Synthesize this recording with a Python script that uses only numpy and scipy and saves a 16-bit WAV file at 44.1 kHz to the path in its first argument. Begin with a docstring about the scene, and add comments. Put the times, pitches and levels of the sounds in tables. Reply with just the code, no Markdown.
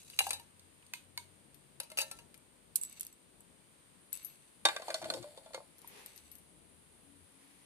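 """A steel spoon knocks and scrapes a glass bowl of thin batter and is laid down. Dry taps sound nearby,
bangles tick on two moving wrists, and a plastic plate slides over the bowl as a lid and rocks to rest.
Each impact is a crack followed by the damped modes of the struck body; friction drives those modes
with noise. A quiet kitchen hums and hisses around a two-port microphone whose right port hears
little bass."""
import sys
import numpy as np
from scipy.fft import rfft, irfft, next_fast_len
from scipy.io import wavfile
from scipy.ndimage import map_coordinates

SR = 44100
rng = np.random.default_rng(int(sys.argv[2]) if len(sys.argv) > 2 else 0)


def wrap_up_sound(samples):
    """Save the sound to the file named by the first command line argument, as 16-bit audio."""
    columns = np.atleast_2d(samples).T
    # keep every value between -1 and 1, then stretch to whole-number steps
    tamed = np.clip(columns, -1, 1)
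    steps = np.round(tamed * 32767).astype(np.int16)
    wavfile.write(sys.argv[1], SR, steps)


N = 337365
TIME, AGE = np.arange(N) / SR, np.arange(SR // 4) / SR  # seconds into the scene, into one impact

# Modes of the bowl and of the plate. Each row: frequency in Hz, level in dB, T60 in seconds.
BOWL_MODES = [(545, -17, 0.093), (625, -15.5, 0.17), (799.4, -10, 0.052), (876, -13.5, 0.16),
              (934, -14.5, 0.16), (1340, -13.5, 0.22), (1626, -4.5, 0.06), (1791, -14.5, 0.24),
              (2116, -13.5, 0.15), (2390, -6, 0.071), (2620, 4, 0.042), (2820, -2.5, 0.066),
              (2920, -1, 0.02), (3530, 1, 0.051), (3870, 3, 0.093), (4000, 9, 0.029), (4330, 2, 0.094),
              (4670, 8, 0.059), (5190, -1, 0.042), (5530, 0, .05), (5800, -4, 0.07), (6030, 0, 0.046),
              (6470, 3.5, 0.046), (7600, -2, 0.059), (7990, 1, 0.04), (8720, 5.5, 0.028),
              (9540, -6.5, 0.02), (9710, 9.5, 0.035), (10400, -5, .05), (11200, 2.5, 0.12),
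              (12000, 2, 0.056), (12260, -15, 0.037), (13457, -18, .04)]
PLATE_MODES = [(337, -6.5, 0.15), (532, -4.5, 0.1), (587, -1.5, 0.1), (638, 3.5, 0.07), (714, -2, 0.031),
               (794, -5.5, 0.06), (881.5, -1, 0.12), (1040, -10, 0.13), (1166, 3.5, 0.11), (1382, -7, 0.1),
               (1483, -7.5, 0.17), (1585, -8, 0.14), (1681, -6, 0.15), (2125, -6, 0.13), (2378, -2, 0.16),
               (3225, -2, .12), (3536, 3, 0.12), (3688, 1, 0.12), (1891, -7, 0.061), (2010, -4.5, 0.087),
               (2600, -8, 0.019), (2980, -7, 0.06), (3800, 4, 0.035), (4290, 10.5, 0.055),
               (4450, -4, 0.062), (4560, 8, 0.048), (5210, -8, 0.11), (5500, -4, 0.027), (5700, -5, 0.07),
               (6570, 4, 0.045), (7270, -11, 0.064), (7470, 7, 0.022), (8880, 5.5, 0.099), (9620, 0, 0.074),
               (12220, -10, 0.045)]
# Likeness of diffuse sound at the two ports. Each row: frequency in Hz, correlation.
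DIFFUSE = [(60, 1), (240, 0.55), (950, -0.025), (3770, 0.018), (15000, -0.059)]


def amp(db):
    """Amplitude ratio of a level in decibels."""
    return 10 ** (np.asarray(db) / 20)


def along(points, hz):
    """Interpolation of (Hz, value) points on a logarithmic frequency axis."""
    knots_hz, values = np.transpose(points)
    return np.interp(np.log(hz + 1), np.log(knots_hz + 1), values)


def wobble(rate):
    """Smooth random modulation with `rate` knots a second."""
    return map_coordinates(rng.standard_normal(int(N * rate / SR) + 4), [TIME * rate])


def swells(rows, rise_db_per_s):
    """Exponential rise, hold and decay. Each row: start and end in seconds, level in dB, fade in dB/s."""
    return sum(amp(db - rise_db_per_s * np.maximum(start - TIME, 0) - fade * np.maximum(TIME - end, 0))
               for start, end, db, fade in rows)


def filtered(x, response):
    """Linear filtering: the spectrum is multiplied by a frequency response."""
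    size = next_fast_len(x.shape[-1] + 8192)
    return irfft(rfft(x, size) * response(np.fft.rfftfreq(size, 1 / SR)), size)[..., :x.shape[-1]]


def stereo_noise(spectrum, correlation=DIFFUSE):
    """Partly coherent noise: the sum and difference of a mid signal of unit rms and a side signal."""
    def shape(hz):
        angle = np.arccos(np.clip(along(correlation, hz), -1, 1)) / 2
        return amp(along(spectrum, hz)) * [np.cos(angle), np.sin(angle)]
    mid, side = filtered(rng.standard_normal((2, N)), shape)
    return np.array([mid + side, mid - side]) / np.std(mid)


def resonance(modes, blur, floor):
    """Superposition of resonators, each blur / T60 hertz wide, over a flat floor."""
    return lambda f: floor + sum(amp(db) * 1j * f * blur / t60 / (hz * hz - f * f + 1j * f * blur / t60)
                                 for hz, db, t60 in modes)


def friction(spectrum, modes, blur, grit_db, surge_db=2):
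    """Forced vibration: noise with fast grit and slower surges drives a body's modes."""
    roughness = amp(grit_db * wobble(280) + surge_db * wobble(45))
    force = roughness * stereo_noise(spectrum, [(600, 1.0), (1500, 0.12)])
    sound = filtered(force, resonance(modes, blur, floor=0.1))
    return 1.4 * sound / np.sqrt(np.mean(sound ** 2) + 1e-20)


def ring(modes, stretch, lag_s):
    """Free vibration: damped, slightly unsteady sines that reach the left port lag_s later."""
    t = np.clip(AGE - np.array([[lag_s], [0]]), 0, 1)
    drift = 2e-6 * np.cumsum(rng.standard_normal(len(AGE)))
    out = 0
    for hz, db, t60 in modes:
        left_phase = rng.normal(0, min(hz / 3000, 1)) * np.array([[1], [0]])
        onset = 1 - np.exp(-t * hz / 0.57)  # a mode needs about a cycle to build up
        decay = amp(db + rng.normal(0, 2) - 60 * t / (t60 * stretch))
        out = out + onset * decay * np.sin(hz * (2 * np.pi * t + drift) + left_phase)
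    return out


def burst(band, stretch, room_db, lag_samples, modes=()):
    """A coherent crack of band noise, then incoherent reverberation coloured by the modes."""
    low, high, crack_t60, room_t60 = band[:4]
    colour = resonance(modes, blur=4, floor=band[-1])

    def shape(hz):
        tint = (np.ones_like(hz) * colour(hz)) ** np.array([[0], [1], [1]])  # the crack stays flat
        return tint / (1 + (low / (hz + 1)) ** 6) / (1 + (hz / high) ** 6)
    noise = filtered(rng.standard_normal((3, len(AGE))), shape)
    noise /= noise.std(axis=1, keepdims=True)
    crack = noise[0] * amp(-60 * AGE / (crack_t60 * stretch)) * (1 - np.exp(-AGE / (0.091 * crack_t60)))
    room = noise[1:] * amp(room_db - 60 * AGE / room_t60) * (1 - np.exp(-AGE / 0.00027))
    return np.array([np.roll(crack, lag_samples), crack]) + room


def snap(width_s, lag_s, count):
    """Contact transient: `count` pressure spikes, spaced as quick, uneven rebounds."""
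    gap_draw, level_draw = rng.standard_normal((2, 4))
    gaps_s = 0.0015 * amp(3 * gap_draw)
    starts = np.cumsum(gaps_s) - gaps_s[0]
    out = 0
    for k in range(count):
        u = np.clip(AGE - starts[k] - np.array([[lag_s], [0]]), 0, 1) / width_s
        out = out + amp(2 * level_draw[k] + k) * np.e * u * (2 - u) * np.exp(-u)
    return out


def add(out, sound, start_s, pan_db):
    """Panning by level difference: mixes a sound in with the left pan_db above the right."""
    i = round(start_s * SR)
    out[:, i:i + len(AGE)] += sound * amp([[pan_db / 2], [-pan_db / 2]])


def impacts(events, modes, ring_db, crack_db, room_db, snap_db, snap_s, favour_db, lean_db, pan, lag):
    """Impulse excitation: each contact cracks and rings the modes, most those its position favours."""
    # Each event: start in seconds, level in dB, body and edge in dB over it, three favoured
    # frequencies in Hz, decay time factor. 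The lag of the left port is in samples.
    # Bands of an impact. Each row: low and high limit in Hz, crack and room T60 in seconds,
    # share of favour_db, ringing in dB, flat part of the room's response.
    bands = [(450, 1100, .012, .27, 1, 0, .08), (1100, 3200, .012, .3, .8, 0, .15),
             (3200, 7000, .011, .24, .55, -6, .22), (7000, 13500, .012, .2, .5, -7, .35)]
    hard_db, clang_db_per_db = -34, 0.13  # harder blows ring their treble modes more
    out = np.zeros((2, N + SR))
    for start, db, body, edge, *favoured_hz, stretch in events:
        pan_db = np.interp(start, *np.transpose(pan))
        stretch = np.clip(stretch, 0.2, 4)
        for band, offset_db in zip(bands, (body, 0, edge + lean_db, edge - lean_db)):
            low, high, _, _, share, band_ring_db, _ = band
            in_band = [m for m in modes if (low <= m[0] or band is bands[0]) and m[0] < high]
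            excited = []
            for hz, level, t60 in in_band:
                nearness = max(np.exp(-(np.log(hz / np.array(favoured_hz)) / 0.041) ** 2))
                detune = rng.normal(1, 0.003)  # the grip changes
                excited.append((hz * detune, level + share * favour_db * nearness, t60))
            clang_db = (low > 3000) * clang_db_per_db * (db + offset_db - hard_db)
            ringing = amp(ring_db + band_ring_db + clang_db) * ring(excited, stretch, lag / SR)
            crack = amp(crack_db) * burst(band, stretch, room_db, lag, excited)
            add(out, amp(db + offset_db) * (ringing + crack), start, pan_db)
        add(out, amp(db + edge / 2 + snap_db) * snap(snap_s, lag / SR, count=4), start, pan_db)
    return out[:, :N]


def noise_floor():
    """Broadband noise: room rumble and microphone hiss, each wavering slightly in level."""
    # Spectra of the two. 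Each row: frequency in Hz, relative density in dB.
    rumble_spectrum = [(15, -48), (25, -69.5), (38, -3.5), (124, -3), (151, 1.5), (320, -2), (425, -5),
                       (494, -5), (900, -11.5), (1170, -32.5), (1980, -120)]
    hiss_spectrum = [(290, -54.5), (500, -8), (655, -16), (811, -15.5), (935, -2), (1410, -5.5), (2290, -5),
                     (2680, -6), (3410, -6), (5010, -11), (5460, -15.5), (7790, -9), (8990, 3),
                     (11200, -14.5), (13900, -14.5), (15000, -29)]
    rumble = amp(-67.5 + 1.1 * wobble(6) + 0.7 * wobble(1)) * stereo_noise(rumble_spectrum)
    hiss = amp(-66.5 + 0.3 * wobble(8) + 0.5 * wobble(1)) * stereo_noise(hiss_spectrum)
    return rumble + hiss


def far_hums():
    """Low tones, modulated in amplitude and frequency, come and go like far engines."""
    # Each row: start and end in seconds, first and last frequency in Hz, relative level in dB.
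    hums = [(0, 0.873, 89.4, 90.4, -71.5), (1.05, 1.417, 92.6, 91, -73), (1.083, 1.82, 135, 136.8, -74),
            (6.116, 7.245, 73.9, 89.8, -73.5), (7.046, 7.205, 282, 282, -67),
            (7.33, 7.651, 277, 285, -71.5)]
    out = 0
    for start, end, first_hz, last_hz, db in hums:
        envelope = swells([(start, end, db, 300)], 300) * amp(3 + 4 * wobble(8))
        hz = np.interp(TIME, [start, end], [first_hz, last_hz]) + 3.07 * wobble(23)
        out = out + envelope * np.sin(2 * np.pi * np.cumsum(hz) / SR)
    return out


def whine(start_s=4):
    """Closely spaced tones near 10 kHz beat inside a narrow band of hiss."""
    # The tones and the hiss spectrum. Each row: frequency in Hz, relative level in dB.
    partials = [(9905, -84), (10002, -84), (10104, -80), (10201, -88)]
    fizz_spectrum = [(9600, -40), (9800, 0), (10250, 0), (10450, -40)]
    tones = sum(amp(db + 3 + 2 * wobble(6))
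                * np.sin(2 * np.pi * hz * TIME + [[0], [1.5]] + 0.6 * wobble(30)) for hz, db in partials)
    return (TIME > start_s) * (tones + amp(-72.5) * stereo_noise(fizz_spectrum))


def sleeve():
    """Friction of moving cloth gives swells of broadband noise."""
    # Each row: start and end in seconds, level in dB, fade in dB/s.
    moves = [(5.96, 6.0, -57, 65), (7.4, 7.65, -69.5, 90)]
    # Each row: frequency in Hz, relative density in dB.
    spectrum = [(240, -17), (400, 8), (677, -5), (787, 4.5), (1470, -2), (2040, 4), (5000, -4.5),
                (8000, -8.5), (10400, -4), (13500, -10), (17600, -120)]
    return swells(moves, 70) * amp(0.75 * wobble(36)) * stereo_noise(spectrum)


def board_taps():
    """Dry taps nearby: impacts excite the well-damped modes of a board."""
    # Each row is one tap, with the columns of an event in impacts().
    taps = [(0.595, -73.5, -7, 23, 620, 2170, 8700, 1), (0.826, -61, -27, -10, 950, 2480, 8700, 0.98),
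            (0.865, -68.5, -18, 18, 956, 2110, 8700, 0.63),
            (0.936, -33, -16.5, 3.5, 2060, 2480, 12500, 0.78), (1.1757, -37, -8, 7, 1530, 2210, 4460, 0.85),
            (5.845, -57, -4.5, -12, 1500, 2200, 940, 0.28)]
    # Each row: frequency in Hz, level in dB, T60 in seconds.
    board_modes = [(940, 4.5, 0.17), (981, 9.5, 0.12), (1340, -48, 0.037), (1590, -4.5, 0.031),
                   (2130, -12, 0.13), (2210, -7, 0.057), (2530, -4.5, 0.039), (2560, -19, 0.14),
                   (2940, 6.5, 0.023), (3740, 12, 0.005), (4420, 5, 0.039), (6500, 10, 0.0052),
                   (8660, 6.5, 0.019), (12400, -8, 0.014)]
    return impacts(taps, board_modes, ring_db=-6.5, crack_db=4, room_db=-22.5, snap_db=-33, snap_s=5e-5,
                   favour_db=19.5, lean_db=-1, pan=[(0, -1.9)], lag=4)


def bangle_slither():
    """Sliding friction on skin drives the modes of the bangles."""
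    # Each row: start and end in seconds, relative level in dB, fade in dB/s.
    slides = [(2.76, 2.92, -58, 71), (2.99, 3.05, -86, 122), (4.13, 4.14, -55.5, 59.6),
              (6.06, 6.2, -64, 59.4)]
    # Friction spectrum. Each row: frequency in Hz, relative density in dB.
    spectrum = [(500, -44), (900, -9.5), (1500, -17), (2710, -20.5), (4010, -13.5), (4380, -6),
                (5730, -13.5), (7500, -15.5), (9750, -16), (13500, -10), (16500, -120)]
    # Each row: frequency in Hz, level in dB, T60 in seconds.
    hoop_modes = [(2280, -2.5, .08), (2700, 3, 0.0657), (3619, -6.5, 0.043), (6150, -1.5, .1),
                  (8000, 3.5, .06)]
    return swells(slides, 2000) * friction(spectrum, hoop_modes, blur=14, grit_db=2.5)


def bangle_ticks():
    """Thin hoops collide: a sharp click, then the free vibration of a large and a small hoop."""
    # Each row: start in seconds, level in dB, relative levels of the dull click, the large hoop
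    # and the small hoop in dB, decay time factor.
    touches = [(1.5443, -61.5, 7, -35, -0.5, 0.87), (2.3428, -54.5, 7.5, -50, -13, .7),
               (2.377, -61, -8, -44, -21, 0.7), (2.7567, -34, 4.5, -32, -40, 1),
               (2.758, -21.5, -11, -32, -50, 1), (2.7614, -25.5, -12.5, -35, -50, 1),
               (2.8131, -47, -6, 11, -30, 2.2), (2.828, -45, -12, -1, -30, 2),
               (2.835, -32, -10, -6.5, -30, 1.4), (2.85, -42, -6, 1, -28, 2.9),
               (2.897, -50, -15, -2, -30, 1), (2.9268, -48.5, -8, -1, -30, 1.1),
               (2.997, -38.5, -6, -20, -40, 1), (3.009, -32, -4, -6, -37, 0.92),
               (3.031, -46, 6, -2, -30, .9), (3.0502, -45, -8, -22, -40, 1),
               (3.0673, -40.5, -5, -23, -40, 1), (3.127, -56, -2, 3.5, -30, 1.5),
               (3.406, -53, -15, -0.5, -28, 1.2), (4.129, -35, -8, -10, -12, 1.1),
               (4.1312, -40, -18, 0, -16, 2.4), (4.1535, -44.5, -8, -40, -29, .5),
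               (4.162, -50, -14, -40, -20, .6), (4.173, -45.5, 0, -40, -22, 0.88),
               (4.23, -64, -10, -30, 8, 1.1), (4.2474, -52, 0, -30, 12, 1.2),
               (5.783, -58.5, 4, -40, -18, 1), (5.79, -59, -8, -36, -24, 1),
               (5.8172, -55, 4, -41, -17, 1.1), (5.875, -49, -15, -48, 0, 1),
               (6.061, -44.5, 0, -40, -2, 0.36), (6.1608, -60, 8, -38, 3, 1.5),
               (6.177, -52, 8.5, -45.5, -32, 1), (6.3155, -54.5, 3, -39, 1, 1.4),
               (6.353, -56, 1, -53, 0, 0.9), (6.3832, -58, -12, -39.5, -2, 1.2)]
    # Hoop modes. Each row: frequency in Hz, level in dB, T60 in seconds.
    large_modes = [(7830, -11, 0.03), (7925, 4, 0.041), (6150, -32, 0.15)]
    small_modes = [(11800, 5.5, 0.055), (11700, -3, 0.18), (9530, 0.5, 0.067), (6200, -13, 0.082),
                   (5000, -20, 0.063)]
    # Place of the moving wrist. Each row: time in seconds, left over right in dB.
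    wrist_pan = [(2.4, 12.5), (2.7, -11), (2.93, -4.5), (3.0, -2.5), (3.45, -1), (4.1, 9)]
    out = np.zeros((2, N + SR))
    for start, db, dull_db, large_db, small_db, stretch in touches:
        dull = amp(dull_db + 9.5) * burst((2640, 7000, 0.0032, 0.05), 0.51, -20.5, lag_samples=8.1)
        bright = amp(16) * burst((9300, 10200, 0.0054, 0.11), 1, -28, lag_samples=3)
        spike = amp(-5.7) * snap(3.2e-5, lag_s=0.00017, count=1)
        large = amp(large_db) * ring(large_modes, stretch, lag_s=0.000235)
        small = amp(small_db) * ring(small_modes, stretch, lag_s=0.000258)
        pan_db = np.interp(start, *np.transpose(wrist_pan)) + rng.normal(0, 2)
        add(out, amp(db) * (dull + bright + spike + large + small), start, pan_db)
    return out[:, :N]


def bowl_drag():
    """Friction on the counter gives a low thrum as the bowl drags under the plate."""
    # Each row: start and end in seconds, level in dB, fade in dB/s.
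    drags = [(5.03, 5.21, -55.5, 196)]
    # Each row: frequency in Hz, relative density in dB.
    spectrum = [(35, -40), (60, -4), (220, 2), (254, 2), (344, 11), (450, -7), (580, -35), (990, -120)]
    return swells(drags, 650) * stereo_noise(spectrum)


def plate_slide():
    """Friction on the rim drives the plate's modes: a hollow rub, and a hiss that swings less."""
    # Pressure of the plate on the rim. Each row: time in seconds, relative level in dB.
    pressure = [(4.7, -54), (4.824, -61.5), (4.896, -50), (5.032, -64), (5.116, -49.5), (5.216, -63.5),
                (5.296, -64.5), (5.72, -82)]
    # Each row: frequency in Hz, relative density in dB.
    hiss_spectrum = [(590, -32.5), (1000, -19), (1440, -5.5), (2390, -3.5), (4460, -9.5), (5990, -16),
                     (9010, -2.5), (15000, -13)]
    hollow_spectrum = [(250, -20), (450, 0), (800, 0), (1200, -25)]
    times, levels = np.transpose(pressure)
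    gate = np.clip(np.minimum(TIME - times[0], times[-1] - TIME) / 0.0066, 0, 1)
    press = gate * amp(np.interp(TIME, times, levels))
    hiss_gain = amp(-59) * (press / amp(-59)) ** 0.67
    hiss = hiss_gain * friction(hiss_spectrum, PLATE_MODES, blur=24, grit_db=2)
    hollow = press * friction(hollow_spectrum, PLATE_MODES, blur=8, grit_db=1.5)
    return hiss + hollow


def plate_shiver(start_s=5.168, end_s=5.24):
    """The plate vibrates briefly at two low frequencies as it seats."""
    # Each row: frequency in Hz, level in dB.
    partials = [(120, -53), (350, -49.5)]
    gate = np.clip(np.minimum(TIME - start_s, end_s - TIME) / 0.012, 0, 1)
    return gate * sum(amp(db) * np.sin(2 * np.pi * hz * TIME) for hz, db in partials)


def plate_knocks():
    """Impacts on the rim excite the air cavity under the plate and the plate's flexural modes."""
    # Each row: start in seconds, thud in dB, click in dB over the thud, edge in dB over the click,
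    # cavity note in Hz, favoured upper mode in Hz, decay time factor.
    contacts = [(4.6512, -40, 8, -6, 810, 3730, 0.59), (4.6531, -17.5, -3.5, 0, 797, 3710, 0.74),
                (4.686, -29.5, -1, -4.5, 786, 3690, 0.75), (4.764, -37.5, 3.5, -5, 615, 3600, 0.43),
                (4.798, -46, -16, 10, 654, 2030, 0.77), (4.82, -41.5, -8.5, 2.5, 704, 1010, 0.93),
                (4.882, -33.5, -13.5, 1, 705, 2500, 1.3), (4.903, -39.5, 1, -2, 626, 4700, 0.72),
                (4.943, -40, -1.5, 12, 650, 5500, 0.64), (4.946, -46, -12, -3, 642, 2010, 1.65),
                (4.955, -56, 14, -3, 614, 3100, 0.16), (5.016, -47, -14, 6, 703, 2030, 3.7),
                (5.025, -44, -2, -0.5, 633, 1000, 0.67), (5.043, -56.5, 16.5, 0, 640, 2030, 0.28),
                (5.0525, -47.5, -9, 5, 640, 3000, 1.5), (5.057, -42.5, -11, 4, 634, 3000, 0.76),
                (5.101, -37, -0.8, 5.5, 593, 4260, 0.42), (5.123, -46, -25, -4, 622, 2030, 1),
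                (5.138, -49.5, 4, 12, 594, 5300, 0.42), (5.143, -36.5, -30, -4, 528, 2030, 0.82),
                (5.17, -44.5, -17, 9, 530, 2030, 1.2), (5.227, -67, 14, 5, 732, 2800, 0.91),
                (5.242, -49.5, -27, -4, 584, 2030, 2.3), (5.375, -40, -28, 18, 524, 3530, 0.56),
                (5.46, -49, -13, 2, 613, 3530, 1.15), (5.507, -50, -29, 3, 617, 3530, 0.51),
                (5.534, -50, -3, 3, 572, 2180, 1.1), (5.545, -37, -8, 6, 521, 2180, 0.78),
                (5.578, -37.5, -38, 1, 520, 2180, 0.46), (5.604, -43.5, -37, -1, 610, 2180, 0.71)]
    flex_hz, sag_hz_per_s = 1618, 290  # the favoured note sinks as the plate covers the bowl
    events = []
    for start, thud, click, edge, cavity_hz, upper_hz, stretch in contacts:
        note_hz = flex_hz - sag_hz_per_s * (start - contacts[0][0])
        events.append((start, thud + click, -click, edge, cavity_hz, note_hz, upper_hz, stretch))
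    return impacts(events, PLATE_MODES, ring_db=-5, crack_db=6.5, room_db=-21.5, snap_db=6.5,
                   snap_s=4.5e-5, favour_db=18, lean_db=1.5, pan=[(0, -0.2983)], lag=5.49)


def spoon_scrape():
    """Friction of the spoon's edge on glass drives the modes of the bowl."""
    # Each row: start and end in seconds, relative level in dB, fade in dB/s.
    strokes = [(0, .18, -60, 397), (.215, .25, -45, 132), (1.978, 2.028, -60, 695),
               (2.04, 2.15, -61.5, 150)]
    # Friction spectrum. Each row: frequency in Hz, relative density in dB.
    spectrum = [(240, -45), (400, -5), (3340, 7), (4600, 3), (7030, 15), (7700, 15), (8820, 11), (9660, 7),
                (14300, 6), (15000, -27)]
    return swells(strokes, 700) * friction(spectrum, BOWL_MODES, blur=6, grit_db=3)


def spoon_knocks():
    """Impacts of steel on glass set the bowl into damped free vibration."""
    # Each row is one knock, with the columns of an event in impacts().
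    knocks = [(0.047, -74, -2, 13, 2800, 6430, 9000, 1.4), (0.135, -57.5, -20, -4, 2880, 4770, 9000, .84),
              (0.1, -53.5, -18, 9.5, 525, 4600, 9000, 0.21),
              (0.1898, -27, -3.5, 4.5, 2390, 2805, 4040, 0.55),
              (0.205, -35.5, 7.5, -14, 788, 1560, 2790, 0.74), (0.267, -48.5, 19, 7, 823, 1585, 2790, 1.1),
              (0.292, -62.5, 0, 21, 850, 7970, 9200, 0.87), (0.3065, -32.5, 4, 2.5, 2450, 8730, 6240, 0.48),
              (0.331, -52, -2, 12.5, 1800, 3870, 9250, 1.73),
              (0.397, -61.5, 10.5, 13, 940, 1800, 2790, 0.55),
              (1.801, -39.5, 2.5, 4.5, 538, 9560, 5070, 0.48), (1.833, -74, 13, 24, 920, 11700, 6500, 0.74),
              (1.901, -59.5, -2, 9, 620, 1340, 9100, 0.89), (1.917, -51.5, 6.5, 4.5, 634, 2140, 9100, 0.6),
              (1.973, -44.5, 5.5, 6.5, 764, 2870, 5770, 1.6), (1.979, -44, -2, 9, 1325, 2790, 6500, 0.49),
              (1.987, -37.5, 1, 9, 550, 2630, 5400, 0.46), (1.992, -49, -1, 10, 1340, 2610, 4600, 1.1),
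              (1.998, -44, -6, -1, 550, 2790, 4300, 0.56), (2.004, -50, -1, 10, 890, 2610, 5070, 1.1),
              (2.009, -45.5, -9, 8, 550, 2950, 4600, 0.77), (2.015, -47, 0, 10.5, 636, 2190, 6500, 1.3),
              (2.02, -53, 4.5, -3, 550, 2740, 5070, 2.9), (2.027, -50, -10, -2, 900, 1787, 4600, 1.3),
              (2.113, -48, 3.5, 6, 1310, 9530, 5070, 1.1), (2.188, -57, -1.5, 3, 920, 2790, 5900, 1.16),
              (2.3435, -57.5, -10, -4, 1390, 2100, 2390, 0.36)]
    return impacts(knocks, BOWL_MODES, ring_db=-1.24, crack_db=4.5, room_db=-19, snap_db=0, snap_s=4e-5,
                   favour_db=19.5, lean_db=-2.5, pan=[(0, 1.5)], lag=6.02)


def scene():
    """Superposition of knocks, rubbing and background; the knocks carry little sound below about 300 Hz."""
    knocks = spoon_knocks() + board_taps() + plate_knocks() + bangle_ticks()
    radiated = filtered(knocks, lambda hz: (1j * hz / 300 / (1 + 1j * hz / 300)) ** 3)
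    rubbing = spoon_scrape() + plate_slide() + bangle_slither() + sleeve() + bowl_drag()
    return radiated + rubbing + plate_shiver() + noise_floor() + far_hums() + whine()


def record(dry):
    """Frequency response of the microphone: both ports are band-limited, the right short of bass."""
    # Each row: frequency in Hz, left over right in dB.
    imbalance = [(60, 13.5), (200, 15.5), (380, 10.5), (700, 0), (4400, 0), (9000, 3)]
    # Each row: frequency in Hz, gain of both ports in dB.
    roll_off = [(24, -30), (48, -2), (14100, -2.5), (14500, -47), (15600, -28)]
    top_hz = 15617

    def response(hz):
        right = amp(-along(imbalance, hz))
        ports = np.array([np.ones_like(hz), right]) * 2 / (1 + right)
        return ports * amp(along(roll_off, hz)) * (hz < top_hz)
    return filtered(dry, response)


dry = scene()
out = record(dry)
wrap_up_sound(out)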